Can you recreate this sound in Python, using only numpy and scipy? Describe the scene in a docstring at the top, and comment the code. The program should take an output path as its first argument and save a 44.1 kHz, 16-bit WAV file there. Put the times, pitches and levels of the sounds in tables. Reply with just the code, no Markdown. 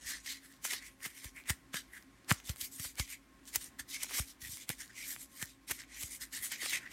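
"""A hand in a thin plastic glove rubs and flicks its fingers close to a phone microphone.
Film slides on film in countless tiny slips: noise with moving level and colour, ringing near 2 kHz in
the cupped palm. Flicks are bursts of the slips, creases snap as decaying sines with a noise tick, and
a finger that lets go pushes a puff of air at the microphone: a low thump, a damped swing of falling
pitch. Room noise and a faint fan hum lie beneath; the hand has a short echo."""
import sys
import numpy as np
from scipy import signal
from scipy.fft import rfft, irfft, next_fast_len
from scipy.io import wavfile
from scipy.ndimage import uniform_filter1d, map_coordinates

SR = 44100
rng = np.random.default_rng(int(sys.argv[2]) if len(sys.argv) > 2 else 0)


def put_to_file(sound):
    """Save the sound as 16-bit audio at rate SR, in the file named by the first command-line argument."""
    columns = np.atleast_2d(sound).T  # one column per channel
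    safe = np.clip(columns, -1, 1)
    whole_steps = np.round(safe * 32767)
    wavfile.write(sys.argv[1], SR, whole_steps.astype(np.int16))


N = 305172


def amp(db):
    """Decibels to gain."""
    return 10 ** (np.asarray(db) / 20)


def unit(x):
    """Scale to rms 1."""
    return x / np.sqrt(np.mean(x ** 2) + 1e-20)


def filtered(x, response):
    """Multiply the spectrum of x by response(frequency in Hz)."""
    m = next_fast_len(N + 8192)
    spectrum = rfft(x, m) * response(np.fft.rfftfreq(m, 1 / SR))
    return irfft(spectrum, m)[..., :N]


def colour(points):
    """Gain curve through (frequency [Hz], gain [dB]) points on a log axis."""
    point_hz, gain_db = np.transpose(points)
    return lambda hz: amp(np.interp(np.log(hz + 1), np.log(point_hz + 1), gain_db))


def wobble(knots_per_s):
    """Smooth random curve through normally distributed knots."""
    knots = rng.standard_normal(int(N * knots_per_s / SR) + 4)
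    return map_coordinates(knots, [np.arange(N) * knots_per_s / SR])


# room noise spectrum: (frequency [Hz], density [dB per Hz, relative])
ROOM_SPECTRUM = [(25, -8.5), (54, -0.5), (80, -11), (116, -10), (180, -8.5), (270, -5), (350, -8),
                 (450, -19), (730, -18.5), (1200, -19), (1700, -16.5), (2200, -18.5), (2650, -23),
                 (4500, -27), (9500, -31.5), (10500, -33.5), (14500, -38.5), (15800, -47.5)]
# unsteady fan tones: (frequency [Hz], full width at half amplitude [Hz], mean level [dB])
FAN_TONES = [(52, 8, -70), (116.2, 8, -79), (269.2, 14, -69), (548, 4, -87), (1073, 13, -77.5)]


def room_air():
    """Gently wavering room noise plus fan tones, each a narrow band of noise."""
    noise = unit(filtered(rng.standard_normal(N), colour(ROOM_SPECTRUM)))
    out = amp(-64.5 + 1.4 * wobble(2.94)) * noise
    for tone_hz, width_hz, level_db in FAN_TONES:
        tone = filtered(rng.standard_normal(N), lambda f: 1 / (1 + (2 * (f - tone_hz) / width_hz) ** 2))
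        out = out + amp(level_db + 0.87 * wobble(6.7)) * unit(tone)
    return out


# puffs of air: (onset [s], peak level [dB], pitch fall [Hz]); pitch ends at 0.44 of the fall
AIR_PUFFS = [(0.056, -52, 100), (1.062, -46.5, 198), (1.255, -42, 102), (1.503, -29.5, 130),
             (1.742, -40.5, 221), (2.315, -20.5, 170), (2.497, -30.5, 121), (2.623, -53, 109),
             (2.798, -41, 153), (2.855, -48, 101), (2.999, -30, 113), (3.568, -48.5, 109),
             (3.803, -55, 111), (4.2, -31.5, 111), (4.425, -49, 100), (4.461, -51, 127), (4.492, -48, 130),
             (4.53, -51.5, 150), (4.698, -36, 175), (5.427, -40.5, 167), (5.711, -47, 128),
             (6.039, -42.5, 108), (6.4, -54, 100), (6.629, -50, 492)]
PUFF_T60_S, PUFF_T60_POWER, PUFF_T60_MIN_S = .12, 2.14, .03  # T60 at 100 Hz; shortening with pitch; limit


def puffs():
    """A low thump: pressure dips, then the microphone rings back in a damped swing of falling pitch."""
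    out, t = np.zeros(N + SR), np.arange(SR // 4) / SR
    for onset_s, peak_db, fall_hz in AIR_PUFFS:
        t60_s = max(PUFF_T60_S * (100 / fall_hz) ** PUFF_T60_POWER, PUFF_T60_MIN_S)
        pitch_hz = 0.44 * fall_hz + fall_hz * np.exp(-t / 0.0058)
        swing = -np.sin(2 * np.pi * np.cumsum(pitch_hz) / SR)
        thump = amp(-60 * t / t60_s) * (1 - np.exp(-t / 0.0036)) * swing
        out[round(onset_s * SR):][:len(t)] += amp(peak_db) * thump / np.max(np.abs(thump))
    return out[:N]


# creases that pop: (onset [s], peak level before the bass cut [dB], pitch [Hz])
CREASE_SNAPS = [(0.262, -29.5, 2600), (0.3982, -54, 5700), (0.5231, -47, 6200), (0.526, -38.5, 7800),
                (0.5377, -49, 3600), (0.5657, -47.5, 4400), (1.0054, -42, 2390), (1.105, -43, 2300),
                (1.394, -43, 2100), (1.401, -40, 2200), (1.4386, -45, 3900), (1.4576, -43, 2200),
                (1.4975, -15, 5800), (1.5003, -18, 2250), (1.5045, -15.5, 5870), (1.743, -22, 2030),
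                (1.9676, -50, 3300), (2.0257, -41, 5400), (2.2464, -44, 4600), (2.3095, -14, 2840),
                (2.3145, -7, 1440), (2.324, -15.5, 6500), (2.3627, -39, 5900), (2.4012, -34.5, 2650),
                (2.4734, -31, 7400), (2.4943, -21.5, 6400), (2.561, -30, 8000), (2.5694, -38, 4300),
                (2.9555, -35.5, 5470), (2.9974, -17.5, 4150), (3, -24, 3800), (3.0782, -41, 5800),
                (3.4548, -39, 6800), (3.5582, -8, 7100), (3.56, -9.5, 7000), (4.0663, -35, 2400),
                (4.0938, -32, 2300), (4.11, -35, 1200), (4.151, -36, 1200), (4.572, -26, 5700),
                (4.6924, -14.5, 9300), (4.7048, -30.5, 2960), (4.879, -42, 4300), (4.9545, -45, 5500),
                (5.163, -31.5, 2080), (5.427, -21.5, 2400), (5.457, -30.5, 7100), (5.8185, -35, 4500),
                (5.8372, -41, 2300), (6.1719, -43, 8000), (6.3184, -43, 7900), (6.467, -32.5, 2000),
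                (6.6607, -23, 2340), (6.7281, -27, 2200), (6.866, -42, 3500)]


def snaps():
    """A crease buckles: a ring of a few cycles and a sharp tick; thin film radiates no bass."""
    out, t = np.zeros(N + SR), np.arange(SR // 100) / SR
    for onset_s, peak_db, hz in CREASE_SNAPS:
        life_s = .0001 + 0.3 / hz
        ring = np.sin(2 * np.pi * hz * t) * np.exp(-t / life_s) * (1 - np.exp(-3 * hz * t))
        sharpness = hz / 12000  # small creases tick, large ones knock
        tick = np.exp(-t / 0.00016) * rng.standard_normal(len(t))
        pop = ring + sharpness * tick
        out[round(onset_s * SR):][:len(t)] += amp(peak_db) * pop / np.max(np.abs(pop))
    return filtered(out[:N], lambda f: (1j * f / (500 + 1j * f)) ** 2)


def slips(spread_db, clump_db):
    """A random slip at every sample, most of them tiny, a few large, in clumps."""
    rank = np.minimum(rng.exponential(size=N), 4)
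    clumps = wobble(45) + wobble(300)
    return amp(spread_db * rank + clump_db * clumps) * rng.standard_normal(N)


def patchy(x, depth_db):
    """Folds come and go: the colour changes in broad and narrow patches of time and pitch."""
    z = signal.stft(x, nperseg=512)[2]
    broad, narrow = rng.standard_normal((2, *z.shape))
    broad = uniform_filter1d(uniform_filter1d(broad, size=24, axis=0), size=10, axis=1)
    narrow = uniform_filter1d(uniform_filter1d(narrow, size=3, axis=0), size=6, axis=1)
    gain = amp(depth_db * (0.73 * unit(broad) + 0.95 * unit(narrow)))
    return signal.istft(z * gain, nperseg=512)[1][:N]


# film on film, also played by rubbing(): (frequency [Hz], density [dB per Hz, relative])
FILM_SPECTRUM = [(500, -49), (1200, -24.5), (2000, -23), (3000, -1.5), (4500, -1), (6000, 1.5), (9000, 2.5),
                 (10400, -0.5), (11700, 1), (14500, -5), (15200, -8.5), (15800, -14)]
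# flesh and palm under a flick: (frequency [Hz], density [dB per Hz, relative])
BODY_SPECTRUM = [(150, -24), (300, -2), (600, -5.5), (1000, -1.5), (2000, 1.5), (3000, -4.5), (4000, -21),
                 (6000, -45.5)]
# stick, tear loose, stop:
# (peak time [s], film level [dB], swell [s], dying [s], body over film level [dB])
FINGER_FLICKS = [(0.099, -37.5, 0.042, .05, -24), (0.651, -37, 0.0099, 0.013, -4.5),
                 (.735, -45.5, 0.038, .02, -2.5), (1.061, -41.5, 0.021, 0.015, -4.5),
                 (1.246, -39, 0.012, 0.014, -6.5), (1.504, -31.5, 0.018, 0.0095, -3.5),
                 (1.743, -41.5, 0.0018, 0.0087, 5.5), (2.309, -29, 0.014, .012, 0.5),
                 (2.313, -31, 0.0028, 0.0089, 9.5), (2.498, -35, .012, 0.018, -5),
                 (2.612, -34, .004, 0.017, -25), (2.798, -38.5, .003, 0.012, -9),
                 (2.846, -52.5, 0.0052, 0.019, 5.5), (3, -38, 0.025, .01, -1),
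                 (3.102, -52.5, .002, .012, -18), (3.551, -34, 0.0091, 0.0088, -4),
                 (3.562, -30.5, 0.0046, 0.0093, -6.5), (3.798, -39, 0.0051, 0.013, -6.5),
                 (3.945, -43, 0.013, 0.0065, -22), (4.033, -34.5, 0.014, .01, -16),
                 (4.045, -55.5, 0.0054, 0.0092, 5.5), (4.15, -48, 0.079, 0.048, -0.5),
                 (4.198, -33, 0.029, 0.0049, -7.5), (4.703, -37, 0.013, 0.0071, 2),
                 (5.215, -52, .006, 0.0092, -8), (5.427, -34.5, 0.01, 0.0073, -8),
                 (5.716, -36.5, 0.018, 0.013, -3), (6.034, -38.5, 0.027, .01, -12.5),
                 (6.44, -46, 0.0081, .02, -17), (6.519, -41.5, .003, 0.015, -14),
                 (6.66, -47.5, .004, .008, 4.5), (6.632, -46, 0.014, 0.018, 0.5),
                 (6.74, -49, 0.023, 0.023, -18)]
FLICK_TREBLE_DB = 2  # tearing loose is brighter than sliding; full lift from 9 kHz


def flicks():
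    """Slips pile up fast as the finger tears loose and die when it stops."""
    t = np.arange(N) / SR
    grain = slips(spread_db=3.5, clump_db=3)
    film = unit(patchy(filtered(grain, colour(FILM_SPECTRUM)), depth_db=-1.0))
    film = filtered(film, colour([(6000, 0), (9000, FLICK_TREBLE_DB)]))
    film = unit(film)
    body = unit(filtered(grain, colour(BODY_SPECTRUM)))
    out = np.zeros(N)
    for peak_s, level_db, swell_s, dying_s, body_db in FINGER_FLICKS:
        near = slice(max(round((peak_s - .15) * SR), 0), round((peak_s + .15) * SR))
        late_s = t[near] - peak_s
        # 20 dB per swell or dying time
        shape = amp(-20 * np.where(late_s < 0, -late_s / swell_s, late_s / dying_s))
        out[near] += amp(level_db) * shape * (film[near] + amp(body_db) * body[near])
    return out


def hollow(grain, pitch_hz, half_width_hz):
    """Moving resonance: shift its pitch to zero, smooth, shift back."""
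    phase = 2 * np.pi * np.cumsum(pitch_hz) / SR
    carriers = np.array([np.cos(phase), np.sin(phase)])
    smooth = filtered(carriers * grain, lambda hz: 1 / (1 + (hz / half_width_hz) ** 2.22))
    return unit(np.sum(carriers * smooth, axis=0))


# film on film: (time at full speed [s], swell [s], hold [s], dying [s], rub level [dB],
# fine treble over rub [dB], palm hollow over rub [dB], mean hollow pitch [Hz])
FILM_STROKES = [(0.08, 0.074, 0.058, 0.087, -46, -12.5, -4.5, 1900),
                (0.266, 0.035, 0.057, 0.077, -46, -7, -6, 2070),
                (0.45, 0.04, 0.011, 0.048, -62.5, 2.5, 3.5, 1890),
                (0.512, 0.032, 0.035, 0.066, -68.5, -2, -1, 1800),
                (0.651, 0.027, 0.0094, 0.05, -46, 2, 2, 2010),
                (0.711, 0.039, 0.021, 0.065, -40, -9.5, -6, 2010),
                (0.835, 0.055, 0.032, 0.066, -59, -1, 2, 2080),
                (1.045, 0.038, 0.011, 0.062, -50.5, 2.5, 0.5, 1980),
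                (1.151, 0.049, 0.038, 0.067, -58, -0.5, 2.5, 2150),
                (1.24, 0.027, 0.013, 0.065, -54.5, 2, -1.5, 1970.0),
                (1.368, 0.036, 0.013, 0.056, -63.5, 4, 13.5, 2180.0),
                (1.468, 0.025, 0.015, 0.05, -66.5, -1, 15, 2120),
                (1.496, 0.021, 0.0049, 0.034, -42, 3, 1.5, 1900.0),
                (1.51, 0.03, 0.011, 0.052, -60, -20, 3.5, 1830),
                (1.741, 0.014, 0.027, 0.069, -43.5, -6, -2.5, 1690),
                (1.948, 0.062, 0.023, 0.076, -65, 5, 9.5, 1900),
                (2.302, 0.017, 0.01, 0.041, -37.5, -4, -6, 1890),
                (2.358, 0.03, 0.028, 0.077, -60, -10, -3.5, 1990.0),
                (2.487, 0.039, 0.007, 0.047, -48, 1.5, -5, 2030.0),
                (2.614, 0.051, 0.031, 0.054, -51, 5.5, -6.5, 2140),
                (2.728, 0.03, 0.046, 0.057, -58.5, 5, -17, 2090.0),
                (2.808, 0.035, 0.054, 0.06, -47.5, 1.5, -8.5, 2050.0),
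                (2.995, 0.028, 0.0054, 0.043, -45, 0, -1.5, 2190),
                (3.026, 0.03, 0.018, 0.055, -57, -3, -11, 2200.0),
                (3.103, 0.041, 0.028, 0.042, -53, 1.5, 4, 2160),
                (3.477, 0.024, 0.013, 0.058, -54, -5, -17, 1880.0),
                (3.549, 0.028, 0.008, 0.039, -45.5, -1, -8.5, 1980),
                (3.615, 0.04, 0.034, 0.046, -51.5, 0.5, -9.5, 1940.0),
                (3.794, 0.0096, 0.0051, 0.035, -51, -2, -1, 1780),
                (3.893, 0.019, 0.019, 0.051, -57.5, 4.5, -8, 2020.0),
                (3.937, 0.028, 0.0093, 0.061, -44.5, -7.5, -7, 2140),
                (4.021, 0.061, 0.019, 0.072, -47, -6, -5, 2100),
                (4.162, 0.072, 0.021, 0.061, -41.5, -0.5, -7.5, 2100),
                (4.284, 0.05, 0.026, 0.041, -56.5, 0, -13, 2020),
                (4.421, 0.022, 0.05, 0.067, -51, 0.5, -5.5, 2050),
                (4.514, 0.05, 0.028, 0.07, -50, 2, -15.5, 2030),
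                (4.611, 0.048, 0.012, 0.038, -51.5, -5.5, -7.5, 2160.0),
                (4.695, 0.019, 0.012, 0.05, -46.5, -2.5, -4.5, 2090),
                (4.805, 0.042, 0.015, 0.064, -52.5, 1, -2.5, 1910),
                (4.9, 0.02, 0.0084, 0.048, -67.5, -9, 8, 1770),
                (4.98, 0.048, 0.065, 0.073, -53, -4, -2, 2200),
                (5.09, 0.068, 0.035, 0.065, -51, 5, -5, 2000),
                (5.213, 0.044, 0.014, 0.037, -52, 3, -8, 1950),
                (5.382, 0.086, 0.015, 0.05, -59.5, 5, -2.5, 1940),
                (5.414, 0.025, 0.0059, 0.049, -51.5, 6, 1.5, 1830),
                (5.469, 0.032, 0.041, 0.059, -60, -6, -10, 2150.0),
                (5.681, 0.011, 0.015, 0.049, -48.5, -1, -8, 2040),
                (5.703, 0.018, 0.0068, 0.067, -47.5, 2, -3, 2110.0),
                (5.802, 0.034, 0.011, 0.043, -52, -14, -2.5, 2070.0),
                (5.93, 0.079, 0.066, 0.064, -57.5, -13, -2, 2130.0),
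                (6.013, 0.067, 0.026, 0.079, -50, 3, -5, 2080),
                (6.128, 0.044, 0.017, 0.038, -50, 3.5, -10, 2090),
                (6.213, 0.018, 0.012, 0.051, -52, 1, -0.5, 1920),
                (6.336, 0.022, 0.037, 0.059, -46.5, -0.5, -2.5, 1980),
                (6.435, 0.036, 0.023, 0.053, -49.5, 7.5, -0.5, 1970),
                (6.518, 0.027, 0.017, 0.066, -45.5, -9, 1.5, 2100),
                (6.625, 0.065, 0.026, 0.055, -45, -3.5, -2.5, 2020),
                (6.694, 0.033, 0.013, 0.05, -40.5, -4.5, -7, 2200.0),
                (6.732, 0.032, 0.021, 0.046, -38.5, -8.5, 2, 2080.0),
                (6.813, 0.031, 0.049, 0.077, -67.5, -4, 14, 1970),
                (6.918, 0.032, 0.015, 0.05, -54.5, -3, 7, 2070)]
ROUNDING = 1.22  # power of time: a stroke eases in and out of full speed
RESTING_DB = -83.5  # the film never lies quite still between strokes


def strokes():
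    """Rub, fine and hollow levels [dB] and hollow pitch [Hz]: strokes swell, hold, die and overlap."""
    t = np.arange(N) / SR
    power, pitch_sum = np.full((3, N), 1e-12), np.full(N, 2e-9)
    for full_s, swell_s, hold_s, dying_s, rub_db, fine_db, hollow_db, hz in FILM_STROKES:
        near = slice(max(round((full_s - .4) * SR), 0), round((full_s + .5) * SR))
        late_s = t[near] - full_s
        away = np.maximum(-late_s / swell_s, (late_s - hold_s) / dying_s)
        lost_db = 20 * np.maximum(away, 0) ** ROUNDING  # 20 dB at one swell or dying time
        share = amp(rub_db - lost_db + np.array([[0], [fine_db], [hollow_db]])) ** 2
        power[:, near] += share
        pitch_sum[near] += hz * share[2]  # pitch weighted by hollow power
    levels_db = 10 * np.log10(power + amp(RESTING_DB) ** 2)
    return (*levels_db, pitch_sum / power[2])


def rubbing():
    """The same slips sound as hiss, as fine treble and through the hollow of the palm."""
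    rub_db, fine_db, hollow_db, hollow_hz = strokes()
    grain = slips(spread_db=2.0, clump_db=1.5)
    film = patchy(filtered(grain, colour(FILM_SPECTRUM)), depth_db=2.5)
    coarse = filtered(film, lambda hz: 1 / (1 + (hz / 7500) ** 6))
    fine = film - coarse
    hollow_hz = hollow_hz * (1 + .025 * wobble(35))  # the fingers never hold still
    hollow_db = hollow_db + 1.64 * wobble(40)
    squeeze = np.clip((hollow_db + 44) / 18, 0, 1)  # a hard squeeze damps the hollow: wider, higher
    open_ring = hollow(grain, hollow_hz, half_width_hz=288)
    damped_ring = hollow(grain, 1.26 * hollow_hz, half_width_hz=580)
    ring = (1 - 0.22 * squeeze) * open_ring + 0.42 * squeeze * damped_ring
    hiss = amp(rub_db) * unit(coarse) + amp(fine_db) * unit(fine)
    return hiss + amp(hollow_db) * patchy(ring, depth_db=2.5)


def echo(x, t60_s):
    """The table and walls answer with a short fading noise tail of unit energy."""
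    t = np.arange(SR // 3) / SR
    tail = amp(-60 * t / t60_s) * rng.standard_normal(len(t)) * (t > .002)
    return signal.fftconvolve(x, tail / np.linalg.norm(tail))[:N]


def scene():
    """The room, the puffs at the microphone, the hand and its echo."""
    background = room_air() + puffs()
    hand = snaps() + flicks() + rubbing()
    return (background + hand + amp(-19.5) * echo(hand, t60_s=0.23))[None]


TOP_HZ = 15850


def record(dry):
    """The phone cuts the deepest bass and keeps nothing from TOP_HZ up."""
    return filtered(dry, lambda hz: (hz < TOP_HZ) * hz ** 4 / (hz ** 4 + 38 ** 4))


dry = scene()
out = record(dry)
put_to_file(out)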